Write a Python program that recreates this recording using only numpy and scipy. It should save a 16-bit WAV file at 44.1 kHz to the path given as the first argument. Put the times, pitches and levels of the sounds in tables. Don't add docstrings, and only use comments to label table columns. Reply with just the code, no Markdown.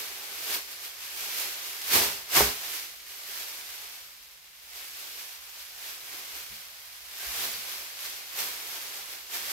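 import sys
import numpy as np
from scipy import signal
from scipy.fft import rfft, irfft, next_fast_len
from scipy.io import wavfile

SR = 44100
rng = np.random.default_rng(int(sys.argv[2]) if len(sys.argv) > 2 else 0)


def waveform_to_disk(signal):
    frames = np.transpose(np.atleast_2d(signal))
    scaled = np.clip(frames, -1, 1) * 32767
    samples = np.round(scaled).astype(np.int16)
    wavfile.write(sys.argv[1], SR, samples)


N = 419812
TIME = np.arange(N) / SR

# peak time in seconds, level in dB, rise and fall
# time constants in seconds.
STROKES = [(0.003, -37.5, 0.07, 0.2), (0.187, -43, 0.1, 0.42), (0.545, -31.0, 0.14, 0.056),
           (0.718, -41, 0.063, 0.054), (0.854, -38.5, 0.1, 0.062), (1.036, -41, 0.1, 0.14),
           (1.207, -38.5, 0.1, 0.18), (1.389, -33.0, 0.17, 0.19), (1.668, -41, 0.15, 0.31),
           (1.95, -22.0, 0.038, 0.099), (2.029, -32.5, 0.22, 0.04), (2.367, -20.5, 0.028, 0.08),
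           (2.739, -35.5, 0.27, 0.15), (3.138, -46.5, 0.12, 0.27), (3.406, -38.5, 0.28, 0.28),
           (3.759, -42.5, 0.2, 0.4), (4.78, -43, 0.12, 0.29), (5.005, -44.5, 0.17, 0.24),
           (5.204, -42.5, 0.25, 0.34), (5.607, -46, 0.17, 0.13), (5.893, -41, 0.19, 0.16),
           (6.14, -40, 0.1, 0.18), (6.368, -41, 0.15, 0.13), (6.542, -45.5, 0.23, 0.36),
           (6.939, -48, 0.24, 0.1), (7.23, -40, 0.071, 0.39), (7.432, -33.5, 0.22, 0.19),
           (7.733, -38, 0.13, 0.17), (8.05, -38.5, 0.15, 0.23), (8.399, -33.0, 0.064, 0.16),
           (8.76, -39, 0.29, 0.25), (8.976, -41.0, 0.25, 0.095), (9.127, -42, 0.12, 0.15),
           (9.342, -35, 0.041, 0.16), (9.513, -33.5, 0.07, 0.027)]
HELD_DB, EASY_DB = -56, -40
UNEVEN_DB, CATCHES_PER_S = 0.45, 20
# frequency in Hz, relative level in dB.
CREASE_SPECTRUM = [(500, -7.6), (1200, -3.8), (2200, -0.4), (3000, -0.1), (5200, 0.0), (6400, -2.3),
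                   (7200, -4.6), (8200, -4.4), (9300, -6.8), (10300, -5.2), (11300, -2.1), (12500, -0.3),
                   (14200, -3.2), (15600, -7.0)]
FOLD_SPECTRUM = [(100, -20), (135, -12), (200, -13.5), (280, -8.5), (340, 0.5), (420, -1.5), (520, -0.5),
                 (620, -1), (880, 1), (1400, 3), (2200, 9.5)]
PUFF_SPECTRUM = [(12, -51), (25, -20), (45, -10), (80, -3), (130, -5), (190, -4.5), (270, -8), (400, -29),
                 (800, -61)]
RUMBLE_SPECTRUM = [(15, -46), (30, -6), (55, 3), (85, -13), (135, -2.5), (200, -11), (500, -12.5),
                   (2000, -9.5), (15000, -66)]
# level at an easy stroke in dB, dB gained per dB of
# crinkle, lag in seconds.
SMALL_FOLD_LAW = (-52.5, 1.146, 0.0073)
WIDE_FOLD_LAW = (-65.5, 1.36, 0.0099)
BOOM_LAW = (-74, .35, .02)
# time in seconds, gains of small and wide folds in dB.
BUNCHING = [(0, 1, 3.5), (.7, -0.5, 3), (.95, -1, -2), (1.4, -2, 1), (1.78, -1, 0.5), (2.02, 1.5, 6),
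            (2.38, 3.5, 3), (2.72, -2, 0.5), (4.5, -1.5, -2.5), (5.1, -1.5, 0.5), (5.55, -1, -5),
            (6.1, 1, 4.5), (6.5, 0, 0.5), (6.85, 0, -7), (7.45, -1, 1), (8.05, 0, -1.5), (9.2, 0.5, 3)]
# peak time in seconds, level in dB, rise and fall
# time constants in seconds.
PUFFS = [(1.965, -40, 0.028, 0.067), (2.415, -38, 0.028, 0.044), (7.48, -60.5, 0.14, 0.17),
         (8.45, -68, .08, 0.13)]
STILL_DB, RUMBLE_DB = -89, -71
# time in seconds, relative level in dB, pitch in Hz, decay in seconds.
SLAPS = [(2.36, -24, 1700, 0.0039), (2.3659, -30, 600, 0.0033), (2.4072, -18, 570, 0.0045)]
# start in seconds, level in dB, pitch in Hz, decay in seconds.
THUMP = (2.405, -31, 64, 0.07)
# start in seconds, relative level in dB.
POPS = [(0.545, -26), (1.923, -16), (2.376, -25), (5.562, -34), (5.607, -35), (6.546, -36), (7.417, -28),
        (7.54, -26), (8.061, -27.5)]
# start in seconds, length in seconds, pitch in Hz, relative level in dB.
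SQUEAKS = [(7.16, 0.11, 1595, -49)]
# start in seconds, relative level in dB, pitch in Hz.
STEPS = [(6.33, -67, 60), (6.495, -61, 62), (6.5, -59, 134), (6.51, -62, 210), (6.999, -65, 58),
         (7.262, -50, 56.5)]
# frequency in Hz, relative level in dB, T60 in seconds.
HOLLOWS = [(275, -46, 0.23), (413.4, -39.5, 0.19), (706, -42, 0.1), (796, -34.5, 0.087), (918, -45, .15),
           (1150, -56, .2), (1639, -47, .2)]
# frequency in Hz, T60 in seconds.
GARAGE_T60 = [(100, 0.72), (500, 0.25), (2000, 0.8), (6000, 0.88), (15000, 0.2)]
# frequency in Hz, level of left over right in dB.
PORT_BALANCE = [(100, 0.8), (1000, 1.3), (2500, 2.4), (5000, 3.9), (6400, -0.7), (7200, -8.0),
                (8200, -15.1), (9000, -18.5), (10000, -13.4), (11500, -9.6), (13200, -5.4), (14500, -8.2),
                (15500, -8.7)]
FIRST_NULL_HZ = 1040
BAND_LIMIT_HZ = 15780


def crinkle(level_db, highpass_hz=1400, fizz_hz=7000, fizz_db_per_db=0.1478):
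    per_s = 5000 * gain_of(.5 * (level_db + 39.5))
    clicks = buckling(per_s, spread_db=2.5, clump_db=1.5, direct=0.7, hollow=.03, patches=9)
    clicks /= np.sqrt(per_s)
    sound = evened(shaped(clicks, lambda f: gain_of(read(CREASE_SPECTRUM, f))
                          * f ** 3 / np.sqrt(f ** 6 + highpass_hz ** 6)))
    fizz = shaped(sound, lambda f: f ** 2 / (f ** 2 + fizz_hz ** 2))
    fizz_gain = gain_of(fizz_db_per_db * (level_db - level_db.mean()))
    return (sound + fizz * (fizz_gain - 1)) * gain_of(level_db)


def folds(level_db, top_hz=1400, wide_hz=490):
    times, small_extra_db, wide_extra_db = np.transpose(BUNCHING)
    small_db = following(level_db, *SMALL_FOLD_LAW) + np.interp(TIME, times, small_extra_db)
    wide_db = following(level_db, *WIDE_FOLD_LAW) + np.interp(TIME, times, wide_extra_db)
    clicks = buckling(per_s=1800, spread_db=3.0, clump_db=1.5, direct=0.34, hollow=0.1, patches=7)
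    sound = shaped(clicks, lambda f: gain_of(read(FOLD_SPECTRUM, f)) / np.sqrt(1 + (f / top_hz) ** 6))
    wide = shaped(sound, lambda f: 1 / (1 + (f / wide_hz) ** 8))
    return evened(sound - wide) * gain_of(small_db) + evened(wide) * gain_of(wide_db)


def buckling(per_s, spread_db, clump_db, direct, hollow, patches):
    heard = np.zeros((2, N))
    for left_shift in np.linspace(-7, 3, patches):
        onsets = np.flatnonzero(rng.random(N) < per_s / patches / SR)
        draw = rng.laplace(size=N)[onsets]
        size_db = spread_db * np.minimum(abs(draw), 4.5) + clump_db * wander(110)[onsets]
        clicks = np.bincount(onsets, np.sign(draw) * gain_of(size_db), N)
        heard += garage(clicks, direct, left_shift, hollow)
    return heard


def billow():
    return low_air(lambda f: gain_of(read(PUFF_SPECTRUM, f))) * gain_of(swells(PUFFS, STILL_DB))


def slaps(flutter=0.89, flips_per_s=1500, lead_s=.002):
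    snaps, thump = np.zeros((2, N))
    t = np.arange(SR // 10) / SR
    for start, db, hz, decay_s in SLAPS:
        phase = 2 * np.pi * hz * (t - lead_s)
        pulse = phase * np.exp((1 - phase ** 2) / 2)
        flips = rng.choice([-1, 1], len(t)) * (rng.random(len(t)) < flips_per_s / SR)
        flips = flips * flutter * np.exp(-t / decay_s)
        flips[t < .5 / hz] = 0
        flips[0] = 1
        add(snaps, start - lead_s, gain_of(db) * signal.fftconvolve(flips, pulse))
    start, db, hz, decay_s = THUMP
    add(thump, start, gain_of(db) * np.sin(2 * np.pi * hz * t) * np.exp(-t / decay_s))
    return 0.55 * garage(snaps, direct=2.5, left_shift=-2.5, hollow=0.28) + thump


def pops(pitch_hz=4500, decay_s=0.00047):
    track, t = np.zeros(N), np.arange(SR // 100) / SR
    for start, db in POPS:
        add(track, start, gain_of(db) * np.cos(2 * np.pi * pitch_hz * t) * np.exp(-t / decay_s))
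    return 2.0 * garage(track, direct=.6, left_shift=-1.1, hollow=.05)


def squeaks(jitter=0.018):
    track = np.zeros(N)
    for start, length_s, hz, db in SQUEAKS:
        pitch_hz = hz * (1 + jitter * wander(260)[:round(length_s * SR)])
        phase = 2 * np.pi * np.cumsum(pitch_hz) / SR
        add(track, start, gain_of(db) * np.hanning(len(phase)) * np.sin(phase))
    return garage(track, direct=1.3, hollow=0)


def steps(rise_s=0.019):
    track, t = np.zeros(N), np.arange(SR // 3) / SR
    envelope = t / rise_s * np.exp(1 - t / rise_s)
    for start, db, hz in STEPS:
        add(track, start, gain_of(db) * envelope * np.sin(2 * np.pi * hz * t))
    return 0.34 * garage(track, direct=3.5, hollow=0)


def hum(level_db, boom_hz=57, width_hz=28):
    rumble = low_air(lambda f: gain_of(read(RUMBLE_SPECTRUM, f)), apart=0.7)
    rumble *= gain_of(RUMBLE_DB + 0.58 * wander(2.4))
    boom = low_air(lambda f: 1 / (1 + (2 * (f - boom_hz) / width_hz) ** 2) / (1 + (f / 150) ** 4))
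    return rumble + boom * gain_of(following(level_db, *BOOM_LAW))


def low_air(spectrum, apart=0.19):
    shared, differing = rng.standard_normal((2, N))
    return evened(shaped(shared + apart * differing * np.array([[1], [-1]]), spectrum))


def garage(sound, direct, left_shift=0., hollow=0.8):
    size, lead = 2 ** 15, 20
    t, f = np.arange(size) / SR, np.fft.rfftfreq(size, 1 / SR)
    echoes = rng.standard_normal((2, size)) * (rng.random((2, size)) < 5000 / SR) * (t > .002)
    echoes *= 1 + 0.29 * np.exp(-t / 0.0043)
    band_hz, age_s, bands = signal.stft(echoes, SR, nperseg=256)
    t60 = read(GARAGE_T60, band_hz)[:, None]
    tail = signal.istft(bands * gain_of(-60 * age_s / t60) / np.sqrt(t60), SR, nperseg=256)[1][:, :size]
    left, unrelated = rfft(tail / np.linalg.norm(tail, axis=1, keepdims=True))
    coherence = np.sinc(f / FIRST_NULL_HZ)
    paths = np.array([left, coherence * left + np.sqrt(1 - coherence ** 2) * unrelated])
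    paths += direct * np.exp(-2j * np.pi * f / SR * (lead + np.array([[left_shift], [0]])))
    ring = sum(gain_of(db - 60 * t / ring_s) * np.cos(2 * np.pi * hz * t) for hz, db, ring_s in HOLLOWS)
    response = irfft(paths * (1 + hollow * rfft(ring)))
    running = np.r_[sound[-size:], sound]
    return signal.oaconvolve(running[None], response, axes=1)[:, size + lead:][:, :N]


def swells(rows, rest_db):
    power = gain_of(rest_db) ** 2
    for peak_s, db, rise_s, fall_s in rows:
        away = np.maximum((peak_s - TIME) / rise_s, (TIME - peak_s) / fall_s)
        power = power + (gain_of(db) * np.exp(-np.minimum(away, 20))) ** 2
    return 10 * np.log10(power)


def following(level_db, easy_db, growth, lag_s):
    return easy_db + growth * (np.interp(TIME - lag_s, TIME, level_db) - EASY_DB)


def wander(per_s):
    knots = rng.standard_normal(N // 20)
    return evened(np.interp(TIME * per_s, np.arange(len(knots)), knots))


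def shaped(sound, gain):
    size = next_fast_len(N + SR // 10)
    return irfft(rfft(sound, size) * gain(np.fft.rfftfreq(size, 1 / SR)), size)[..., :N]


def read(table, hz):
    f, value = np.transpose(table)
    return np.interp(np.log(hz + 1), np.log(f + 1), value)


def add(track, start_s, sound):
    part = track[round(start_s * SR):][:len(sound)]
    part += sound[:len(part)]


def evened(sound):
    return sound / np.sqrt(np.mean(np.atleast_2d(sound).mean(0) ** 2) + 1e-20)


def gain_of(db):
    return 10 ** (np.asarray(db) / 20)


def scene():
    level_db = swells(STROKES, HELD_DB) + UNEVEN_DB * wander(CATCHES_PER_S)
    sheet = crinkle(level_db) + folds(level_db) + billow() + slaps() + pops()
    return sheet + steps() + hum(level_db) + squeaks()


def record(dry):
    sides = np.array([[-2], [2]])
    ported = shaped(dry, lambda f: np.sqrt(2 / (1 + gain_of(sides * read(PORT_BALANCE, f)))))
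    lowpass = signal.firwin(511, BAND_LIMIT_HZ, window=("kaiser", 9), fs=SR)
    return signal.oaconvolve(ported, lowpass[None], "same")


dry = scene()
out = record(dry)
waveform_to_disk(out)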